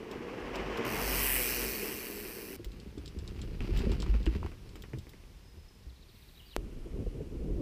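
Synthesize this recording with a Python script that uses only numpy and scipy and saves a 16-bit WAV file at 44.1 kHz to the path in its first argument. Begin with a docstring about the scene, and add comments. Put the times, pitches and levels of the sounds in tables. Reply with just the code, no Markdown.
"""A mountain bike in a forest, heard from three spots on the ground, one after the other. Its tyres drive the
resonances of a plank bridge, and it coasts past, the freehub's pawls exciting the rear wheel into a buzz. On a
trail it thumps over roots and crushes dry leaves, the chain ticking against the frame, and leaves a small bird
singing. Then, with a sharp pop as the scene changes, turbulent wind buffets the microphone on open rock."""
import sys
import numpy as np
from scipy import signal
from scipy.fft import rfft, irfft, next_fast_len
from scipy.io import wavfile
from scipy.ndimage import uniform_filter1d, map_coordinates

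SR = 44100
rng = np.random.default_rng(int(sys.argv[2]) if len(sys.argv) > 2 else 0)


def store_pcm(level_fs):
    """Save levels as 16-bit WAV."""
    pcm = np.round(np.clip(level_fs, -1, 1) * 32767).astype(np.int16)
    wavfile.write(sys.argv[1], SR, np.atleast_2d(pcm).T)


N = 335601
T = np.arange(N) / SR

# Spectra of air in the treetops, from among the trees and from the rock: frequency_hz, gain_db
FOREST_SPECTRUM = [(290, -2), (500, -4), (628, -4), (694, -5.5), (949, -5), (1090, -5.5), (1320, -9),
                   (1800, -7), (2920, -7.5), (4670, -9.5), (5160, -8.5), (6860, -15), (13400, -18.5),
                   (15000, -21)]
ROCK_AIR_SPECTRUM = [(500, 4.5), (1100, 2.5), (1700, -1.5), (2400, 0), (2850, 1), (3500, -5), (5200, -5.5),
                     (7000, -10), (12500, -12.5), (15000, -23)]
# Bird notes: start_s, length_s, start_hz, middle_hz, end_hz, level_db
BIRD_NOTES = [(5.277, 0.15, 5150, 5080, 5050, -77), (5.43, 0.116, 5180, 5100, 5030, -69),
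              (5.55, 0.12, 5090, 5140, 5050, -71), (5.675, 0.022, 5150, 5130, 5040, -62),
              (5.708, 0.093, 5130, 5130, 5030, -71), (6.364, 0.023, 3430, 3940, 4000, -58),
              (6.388, 0.025, 3640, 3000, 2650, -53.5), (6.455, 0.021, 4630, 4760, 4900, -60),
              (6.478, 0.024, 4760, 4100, 3800, -57), (6.503, .022, 3270, 3720, 3950, -56.5),
              (6.52, .03, 3670, 2980, 2500, -54.5)]
# Gusts on the microphone: centre_s, width_s, buffet_db, flutter_db
GUSTS = [(6.586, 0.022, -36.5, -40), (6.653, 0.028, -38, -46.5), (6.865, 0.019, -52, -44.5),
         (6.959, 0.036, -38, -43), (7.01, 0.029, -31, -37), (7.074, 0.014, -28, -46),
         (7.2, 0.069, -39, -41), (7.386, 0.083, -38.5, -42), (7.503, 0.081, -33.5, -41.5),
         (7.578, 0.05, -35, -38)]
# Spectra of large and of small eddies: frequency_hz, gain_db
BUFFET_SPECTRUM = [(12, -2), (25, 5), (42, 8.5), (65, 0), (100, -5.5), (160, -15), (300, -59)]
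FLUTTER_SPECTRUM = [(90, -2.5), (160, 2.5), (250, 1.5), (400, 1), (490, -5), (620, -17), (850, -28),
                    (1300, -39), (2900, -50), (6000, -64)]
# Single eddies slapping the housing: start_s, peak_db
EDDY_SLAPS = [(6.987, -36), (7.063, -28.5), (7.205, -33)]

# Spectra of shaken soil, tyre casing and crushed leaves: frequency_hz, gain_db
SOIL_SPECTRUM = [(15, -16), (30, 10), (52, 8), (75, 5.5), (120, 0), (200, -10), (400, -60)]
CASING_SPECTRUM = [(90, -3), (190, 3), (280, -1), (400, -1), (520, -10.5), (700, -26), (1200, -40)]
LEAF_SPECTRUM = [(350, 0.5), (650, 1.5), (1200, 1), (1700, -1), (2800, 2), (3500, -6.5), (4800, -4.5),
                 (6500, -17.5), (9000, -22), (15000, -23.5)]
# Deep leaves under the wheels: centre_s, width_s, level_db
LEAF_PILES = [(3.8, 0.17, -57.5), (4.145, 0.023, -64), (4.335, 0.043, -57)]
# Wheels hitting roots: start_s, level_db, knock_relative_db, boom_hz, knock_hz
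ROOT_IMPACTS = [(2.594, -44, 7.5, 105, 347), (2.659, -29.5, -13.5, 46, 362), (2.86, -38.5, 1, 71, 209),
                (2.974, -35.5, 2, 76.5, 289), (3.164, -30, -5.5, 69, 204), (3.282, -33, -22, 64.6, 202),
                (3.374, -30.5, -10.5, 58, 212), (3.609, -23.5, -8, 39, 232), (3.69, -28, -3, 50.5, 351),
                (3.802, -24.5, -3.5, 60, 227), (3.833, -27, -2.5, 51.7, 392),
                (3.867, -18.5, -4, 47.7, 225.6), (3.893, -24, -4, 59.5, 381), (3.918, -22, -7.5, 63.6, 233),
                (4.091, -14.5, -25, 48.5, 212), (4.148, -18, -18, 51.5, 202), (4.266, -17.5, -6, 56.5, 320),
                (4.353, -24, -3, 71.5, 200), (4.444, -28.5, -3, 76.4, 199),
                (4.932, -28.5, -4.5, 127.6, 316), (4.972, -32.5, -7, 84.4, 205), (5.356, -41, -25, 63, 205),
                (5.571, -38.5, -11.5, 71, 200), (5.865, -34.5, -16.5, 60.4, 299)]
# Resonances of tyre and frame under a blow: frequency_hz, width_hz, gain_db
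KNOCK_MODES = [(129, 15.4, -8), (208, 60, 2.5), (322, 72, 7.5), (413, 48, 4), (485, 145, -8)]
# Twigs and leaves breaking: start_s, peak_db, clack_relative_db, clack_hz
TWIG_SNAPS = [(2.644, -46, 2, 2070), (2.977, -46, -12, 1620), (3.606, -35, 1.5, 2620),
              (3.805, -34, -7, 855), (3.919, -31, -5, 960), (4.028, -33.5, -3, 1060),
              (4.063, -35.5, -4, 1000), (4.141, -33, -10, 850), (4.265, -28.5, -1, 2820),
              (4.275, -38, -1, 2820), (4.351, -38, -8, 2090), (4.43, -41.5, 11.5, 1020),
              (4.447, -42, 3, 744), (4.463, -33.5, -2.5, 1040), (4.517, -38, -11, 1940),
              (4.756, -39, -11, 2970), (4.838, -37.5, -4.5, 1980), (4.934, -37, -5, 2020),
              (5.069, -43, -14, 969), (5.135, -45, -3, 2030), (5.238, -51, 1, 2500)]
# Spectrum of a snap: frequency_hz, gain_db
SNAP_SPECTRUM = [(300, 24), (700, 3), (1200, 6), (1700, 3), (2200, 5), (3000, -1), (4000, -23), (6500, -14),
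                 (15000, -54)]
# Chain striking the frame: start_s, level_db, top_ring_relative_db
CHAIN_TICKS = [(0.1133, -41, -14), (0.5566, -34.5, -15), (0.7734, -38, -12), (2.6457, -38.5, -12),
               (2.718, -47, -19), (2.8, -44, -27), (2.9796, -46, -24), (3.059, -38.5, -23),
               (3.0777, -38.5, -28), (3.1885, -43.5, -26), (3.277, -40.5, -25), (3.4163, -38.5, -30),
               (3.773, -38, -11), (3.79, -36.5, -18), (3.9176, -35, -26), (4.0017, -34.5, -26),
               (4.0216, -32.5, -29), (4.2288, -48, -22), (4.2582, -38.5, -16), (4.6917, -47, -23),
               (4.757, -49, -7), (4.822, -44, -9), (4.9857, -47, -11), (5.093, -49, -9)]
# Resonances of the chain and of the planks: frequency_hz, width_hz, gain_db
CHAIN_MODES = [(3210, 630, 9), (3790, 280, -2), (4820, 1200, 4.5), (5330, 230, 1), (7720, 570, 3),
               (9660, 1500, -6.5)]
PLANK_MODES = [(210, 65, -4.5), (307.5, 60, -3), (384, 35, -5.5), (449, 73, -1.5)]
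# Tyre knobs striking the wood: time_s, rate_hz
KNOB_RATE = [(0, 213), (.5, 250), (.85, 233), (1.3, 255), (1.9, 212), (2.55, 193)]
# Spectrum of tread on wood: frequency_hz, gain_db
TREAD_SPECTRUM = [(250, -44), (560, 5.5), (750, 2.5), (1080, 4), (1400, -1.5), (2000, 0), (2900, -3),
                  (3700, -16), (5400, -16.5), (7000, -26), (11000, -36), (15500, -35)]
# Loose planks drumming, and the span bending under the rider: centre_s, width_s, level_db
LOOSE_PLANKS = [(0.15, 0.051, -43.5), (0.285, 0.029, -48), (0.58, 0.043, -40), (0.72, 0.03, -41),
                (0.8, 0.047, -39), (0.95, 0.091, -43), (1.63, 0.088, -42.5), (1.86, 0.09, -42.5)]
SPAN_SWAYS = [(0.5, 0.12, -46), (0.68, 0.12, -40), (1.14, 0.19, -34.5), (1.36, 0.14, -39),
              (1.6, 0.13, -39.5), (1.87, 0.06, -50.5)]
# Pawl clicks while coasting: time_s, rate_hz
PAWL_RATE = [(.845, 68), (.9, 89), (.98, 98), (1.06, 116), (1.2, 139), (1.45, 125), (1.85, 134), (2.1, 123),
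             (2.55, 119)]
# Resonances of the rear wheel's rim, spokes and hub shell: frequency_hz, width_hz, gain_db
RIM_MODES = [(1885, 540, -2), (2510, 490, -4.5), (2504, 47, 1.5), (2890, 405, 1.5)]
SPOKE_MODES = [(3950, 410, -1.5), (4550, 160, 2.5), (5320, 620, 3), (6200, 630, -1)]
SHELL_MODES = [(7960, 800, -7), (8520, 160, -7.5), (10060, 680, -4), (11480, 730, -6.5), (13160, 360, 2),
               (13930, 780, -2), (15300, 340, -2)]

TRAIL_START_S, ROCK_START_S = 2.563, 6.5646
BIKE_SPEED_M_S, SOUND_SPEED_M_S = 5.35, 343
# Closest approach of the tyres on the bridge, the rear hub and the tyres on the trail: time_s, gap_m
BRIDGE_PASS, HUB_PASS, TRAIL_PASS = (0.94, 1.74), (1.318, 0.93), (3.78, 1.53)


def amp(db):
    """Amplitude ratio: a factor of ten for every 20 dB."""
    return 10 ** (np.asarray(db) / 20)


def unit(x):
    """Normalisation to rms 1."""
    return x / np.sqrt(np.mean(x ** 2) + 1e-18)


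def peak(x, db):
    """Normalisation to a peak level."""
    return x * amp(db) / np.abs(x).max()


def add(out, start_s, x):
    """Superposition: x joins the mix at start_s."""
    i = max(int(start_s * SR), 0)
    out[i:i + len(x)] += x[:N - i]


def curve(table):
    """Linear interpolation of (time_s, value) rows."""
    return np.interp(T, *np.transpose(table))


def ramp(start_s, length_s):
    """Linear rise from 0 to 1."""
    return np.clip((T - start_s) / length_s, 0, 1)


def fade(t, t60):
    """Exponential decay by 60 dB in t60 seconds."""
    return np.exp(-np.log(1000) * t / max(t60, 1e-3))


def swells(rows, steady=0):
    """Incoherent addition: Gaussian swells and a steady gain sum in power."""
    power = sum(amp(db) ** 2 * .5 ** np.minimum((2 * (T - centre_s) / width_s) ** 2, 100)
                for centre_s, width_s, db in rows)
    return np.sqrt(steady ** 2 + power)


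def filtered(x, response):
    """Linear filtering: the spectrum of x is multiplied by a frequency response."""
    size = next_fast_len(len(x) + 4096)
    hz = np.maximum(np.fft.rfftfreq(size, 1 / SR), 1)
    return irfft(rfft(x, size) * response(hz), size)[:len(x)]


def colour(x, spectrum):
    """Spectral shaping, falling 12 dB per octave beyond both ends; rms 1."""
    hz, db = np.transpose(spectrum)
    def response(f):
        skirts = (np.minimum(f / hz[0], 1) * np.minimum(hz[-1] / f, 1)) ** 2
        return skirts * amp(np.interp(np.log(f), np.log(hz), db))
    return unit(filtered(x, response))


def ring(x, modes):
    """Forced resonance: x drives modes with steep skirts; rms 1."""
    def response(f):
        return sum((-1j) ** k * amp(db) / (1 + 1j * (f * f - hz * hz) / (2 * width * f)) ** 2
                   for k, (hz, width, db) in enumerate(modes))
    return unit(filtered(x, response))


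def wander(rate_hz):
    """Random modulation: values held and smoothed; rms 1."""
    hold = max(int(SR / rate_hz), 1)
    steps = np.repeat(rng.standard_normal(N // hold + 1), hold)
    return unit(uniform_filter1d(steps, hold)[:N])


def grains(rate_hz, spread_db):
    """Shot noise: tiny impacts at random moments, a few much bigger than the rest."""
    impulses = (rng.random(N) < rate_hz / SR) * rng.choice([-1, 1], N)
    return impulses * amp(spread_db * np.minimum(rng.exponential(size=N), 4))


def burst(t60):
    """Damped noise, 0.2 s long, as from a rough contact."""
    t = T[:SR // 5]
    return rng.standard_normal(len(t)) * fade(t, t60)


def crack(t60):
    """Two-stage decay: a hard first contact, then a weaker rattle."""
    return burst(t60=0.0062) + amp(-7.5) * burst(t60)


def distance(closest_s, gap_m):
    """Uniform straight motion: the bike's distance as a multiple of its closest approach."""
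    return np.hypot(1, BIKE_SPEED_M_S * (T - closest_s) / gap_m)


def spreading(far, near_db, loss_db):
    """Spreading loss: the gain falls by loss_db with each doubling of distance."""
    return amp(near_db - loss_db * np.log2(far))


def fly_by(x, closest_s, gap_m, image_offset_m=0.9, image_db=-19.5):
    """Doppler effect: changing travel time bends the pitch; ground-echo interference sweeps the colour."""
    def delayed(path_m):
        emitted_s = T - (path_m - gap_m) / SOUND_SPEED_M_S
        return map_coordinates(x, [emitted_s * SR], order=5, mode="nearest")
    direct_m = gap_m * distance(closest_s, gap_m)
    return delayed(direct_m) + amp(image_db) * delayed(np.hypot(direct_m, image_offset_m))


def forest(on_rock):
    """Flow noise: faint air in the treetops, with another spectrum out on the rock."""
    among_trees = colour(rng.standard_normal(N), FOREST_SPECTRUM) * amp(-65)
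    in_the_open = colour(rng.standard_normal(N), ROCK_AIR_SPECTRUM) * amp(-63)
    return np.where(on_rock, in_the_open, among_trees) * amp(0.45 * wander(2.77))


def bird(trill_start_s=5.821, trill_step_s=0.0652):
    """Frequency modulation: whistles, a trill and two flourishes, smeared by reverberation in trees."""
    out = np.zeros(N)
    # one falling note, repeated evenly and growing louder
    trill = [(trill_start_s + k * trill_step_s, 0.027, 5200, 3900, 2850, -60 - 8 * 0.5 ** k)
             for k in range(9)]
    for start_s, length_s, *glide_hz, db in BIRD_NOTES + trill:
        progress = np.linspace(0, 1, int(length_s * SR))
        phase = 2 * np.pi * np.cumsum(np.interp(progress, [0, .5, 1], glide_hz)) / SR
        detune = 1 + 0.016 * rng.standard_normal() * (length_s < .03)  # quick notes vary in pitch
        add(out, start_s, np.sin(phase * detune) * np.sin(np.pi * progress) * amp(db))
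    trees = burst(t60=0.74)
    reverberation = signal.fftconvolve(out, trees / np.linalg.norm(trees))[:N]
    return amp(-1) * (out * amp(2.2 * wander(120)) + reverberation)


def wind(slap_cutoff_hz=550):
    """Turbulence: large eddies buffet the microphone, small ones flutter round its housing."""
    buffet_gain = swells([(s, width, db) for s, width, db, _ in GUSTS], steady=amp(-44))
    flutter_gain = swells([(s, width, db) for s, width, _, db in GUSTS], steady=amp(-51))
    buffet = colour(rng.standard_normal(N), BUFFET_SPECTRUM) * buffet_gain
    flutter = colour(rng.standard_normal(N), FLUTTER_SPECTRUM) * flutter_gain * amp(2.4 * wander(55))
    lowpass = signal.butter(6, slap_cutoff_hz, fs=SR, output="sos")
    for start_s, db in EDDY_SLAPS:
        add(flutter, start_s, peak(signal.sosfilt(lowpass, burst(t60=0.04)), db))
    return buffet + flutter


def pop():
    """Heavily damped oscillation: a sharp pop at the scene change swings back once and dies."""
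    out, t = np.zeros(N), T[:SR // 50]
    add(out, ROCK_START_S, amp(-13) * np.cos(2 * np.pi * 330 * t + .5) * fade(t, t60=0.0065))
    return out


def trail():
    """Rolling noise: tyres shake the soil, drone in their casings and crush dry leaves."""
    far = distance(*TRAIL_PASS)
    root_bed = amp(5 * (ramp(3.6, 0.025) - ramp(4.48, 0.025)))  # rough ground is louder
    shadow = amp(-9 * ramp(4.03, 1.78))  # the bike sinks behind a rise; only the rumble is spared
    rumble_gain = np.hypot(spreading(far, -37.5, 6.33), amp(-64))
    rumble = colour(rng.standard_normal(N), SOIL_SPECTRUM) * rumble_gain
    drone = colour(grains(rate_hz=600, spread_db=4.5), CASING_SPECTRUM) * spreading(far, -46.5, 3.6)
    leaf_gain = spreading(far, -59, 3.7)
    uneven_cover = swells(LEAF_PILES, leaf_gain) * amp(2 * wander(70))
    leaves = colour(grains(rate_hz=1500, spread_db=1.5), LEAF_SPECTRUM) * uneven_cover
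    brittle_leaves = colour(grains(rate_hz=55, spread_db=2), LEAF_SPECTRUM) * leaf_gain * amp(-6.5)
    return root_bed * (rumble + shadow * (drone + leaves + brittle_leaves))


def twigs():
    """Brittle fracture: twigs and leaves snap under the tread with a crack and a pitched clack."""
    out, t = np.zeros(N), T[:SR // 2]
    for start_s, db, clack_db, clack_hz in TWIG_SNAPS:
        snap = colour(crack(t60=0.099), SNAP_SPECTRUM)
        clack = np.sin(2 * np.pi * clack_hz * t) * fade(t, t60=0.0097)
        add(out, start_s, peak(snap, db))
        add(out, start_s, peak(clack, db + clack_db))
    return out


def roots(heavy_db=-21.5):
    """Impact excitation: each root sets off a soft boom in tyre and soil and a knock in the frame."""
    out, t = np.zeros(N), T[:SR // 2]
    for start_s, db, knock_db, boom_hz, knock_hz in ROOT_IMPACTS:
        boom_t60 = 0.17 + 0.03 * max(db - heavy_db, 0)  # heavy blows ring longer
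        boom = np.sin(2 * np.pi * boom_hz * t) * (1 - fade(t, t60=0.053)) * fade(t, boom_t60)
        knock = np.sin(2 * np.pi * knock_hz * t) * (1 - fade(t, t60=0.028)) * fade(t, t60=0.099)
        scrub = ring(burst(t60=0.042), KNOCK_MODES)  # the tyre drags over the bark
        add(out, start_s, peak(boom, db - 4.5) + peak(knock, db + knock_db - 5.5))
        add(out, start_s, peak(scrub, db + knock_db - 3.5))
    return out


def chain():
    """Modal ringing: steel links slap the frame, giving a short clack and a thin ring on top."""
    out = np.zeros(N)
    for start_s, db, top_db in CHAIN_TICKS:
        contact = crack(t60=0.059)
        clack = ring(contact, CHAIN_MODES)
        top_ring = ring(contact, [(11300, 4700, -10), (14400, 520, -6)])
        add(out, start_s, peak(clack, db + 1.5) + peak(top_ring, db + top_db + 7))
    return out


def bridge():
    """Forced vibration: tyre knobs drum on planks and hiss as they peel off; the span sways and twists."""
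    far = distance(*BRIDGE_PASS)
    knob_hz = curve(KNOB_RATE) * (1 + 0.0316 * wander(25))
    knob_phase = 2 * np.pi * np.cumsum(knob_hz) / SR
    hum = np.sin(knob_phase) * amp(-9.5 + 2.8 * wander(13))
    hum += np.sin(2 * knob_phase) * amp(-7 + 3.8 * wander(14))  # staggered rows sound the octave
    planks = ring(grains(rate_hz=900, spread_db=2), PLANK_MODES) * amp(-2)
    drone = (planks + hum) * swells(LOOSE_PLANKS, spreading(far, -39.5, 2.73))
    scuffing = swells(LOOSE_PLANKS) * amp(-7)  # a loose plank also scuffs the tread
    hiss = colour(grains(rate_hz=12000, spread_db=2.5), TREAD_SPECTRUM)
    hiss *= np.hypot(spreading(far, -39, 8.3), scuffing) * amp(wander(70))
    sway_hz = 49 + 3 * wander(21.004)
    sway = np.sin(2 * np.pi * np.cumsum(sway_hz) / SR) * amp(wander(19)) * swells(SPAN_SWAYS)
    twist = ring(rng.standard_normal(N), [(104, 43, 1), (159, 65, -7.5)]) * spreading(far, -45, 9.5)
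    ground = colour(rng.standard_normal(N), SOIL_SPECTRUM) * amp(-55)
    return drone + hiss + sway + twist + ground


def freehub(pawl_lag_s=0.0012, far_coast_s=6.0):
    """Periodic impacts: pawls drop off tooth after tooth and ring the wheel; near and far buzz."""
    click_hz = curve(PAWL_RATE)
    coast_s = PAWL_RATE[0][0]
    coasting = T > coast_s
    teeth_passed = np.cumsum(click_hz * (1 + 0.0036 * wander(60)) * coasting) / SR
    click_size = amp(0.5 * rng.standard_normal(N))[teeth_passed.astype(int)]
    since_click_s = teeth_passed % 1 / click_hz
    first_pawl = fade(since_click_s, t60=.02)
    second_pawl = .6 * (since_click_s > pawl_lag_s) * fade(since_click_s - pawl_lag_s, t60=.014)
    strikes = click_size * (first_pawl + second_pawl)
    steel = rng.standard_normal(N) * coasting
    clicks = (strikes + .27) * steel  # scattering off the trees fills the gaps
    wheel = (strikes + .78) * steel  # the big parts ring on between clicks
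    rim, spokes, shell = ring(wheel, RIM_MODES), ring(wheel, SPOKE_MODES), ring(clicks, SHELL_MODES)
    far = distance(*HUB_PASS)
    directivity = amp(-11.5 * far ** -4)  # the spokes are weakest side-on
    shadow = amp(-1.5 * (1 - ramp(coast_s, 0.52)))  # frame and rider hide the shell on the approach
    force = amp(5.5 * np.log2(click_hz / click_hz[-1]))  # faster pawls strike harder
    near_buzz = (rim * spreading(far, -38.5, 5.63)
                 + spokes * spreading(far, -38.5, 7.5) * directivity
                 + shell * spreading(far, -34, 6.38) * shadow)
    far_buzz = (shell * amp(-71) + rim * amp(-72.5)) * ramp(far_coast_s, 0.19)  # far down the trail
    return fly_by(near_buzz * force, *HUB_PASS), far_buzz


def scene():
    """Superposition of the sources at each spot; bridge, trail and rock follow each other abruptly."""
    on_bridge, on_rock = T < TRAIL_START_S, T >= ROCK_START_S
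    on_trail = ~on_bridge & ~on_rock
    near_hub, far_hub = freehub()
    out = on_bridge * (bridge() + near_hub)
    out += on_trail * (trail() + roots() + twigs() + bird() + far_hub)
    out += on_rock * wind()
    return (out + chain() + pop() + forest(on_rock))[None]


def record(dry):
    """Elliptic low-pass filtering cuts the top of the treble steeply."""
    cutoff_hz = 15300
    return signal.sosfilt(signal.ellip(10, .2, 70, cutoff_hz, fs=SR, output="sos"), dry)


dry = scene()
out = record(dry)
store_pcm(out)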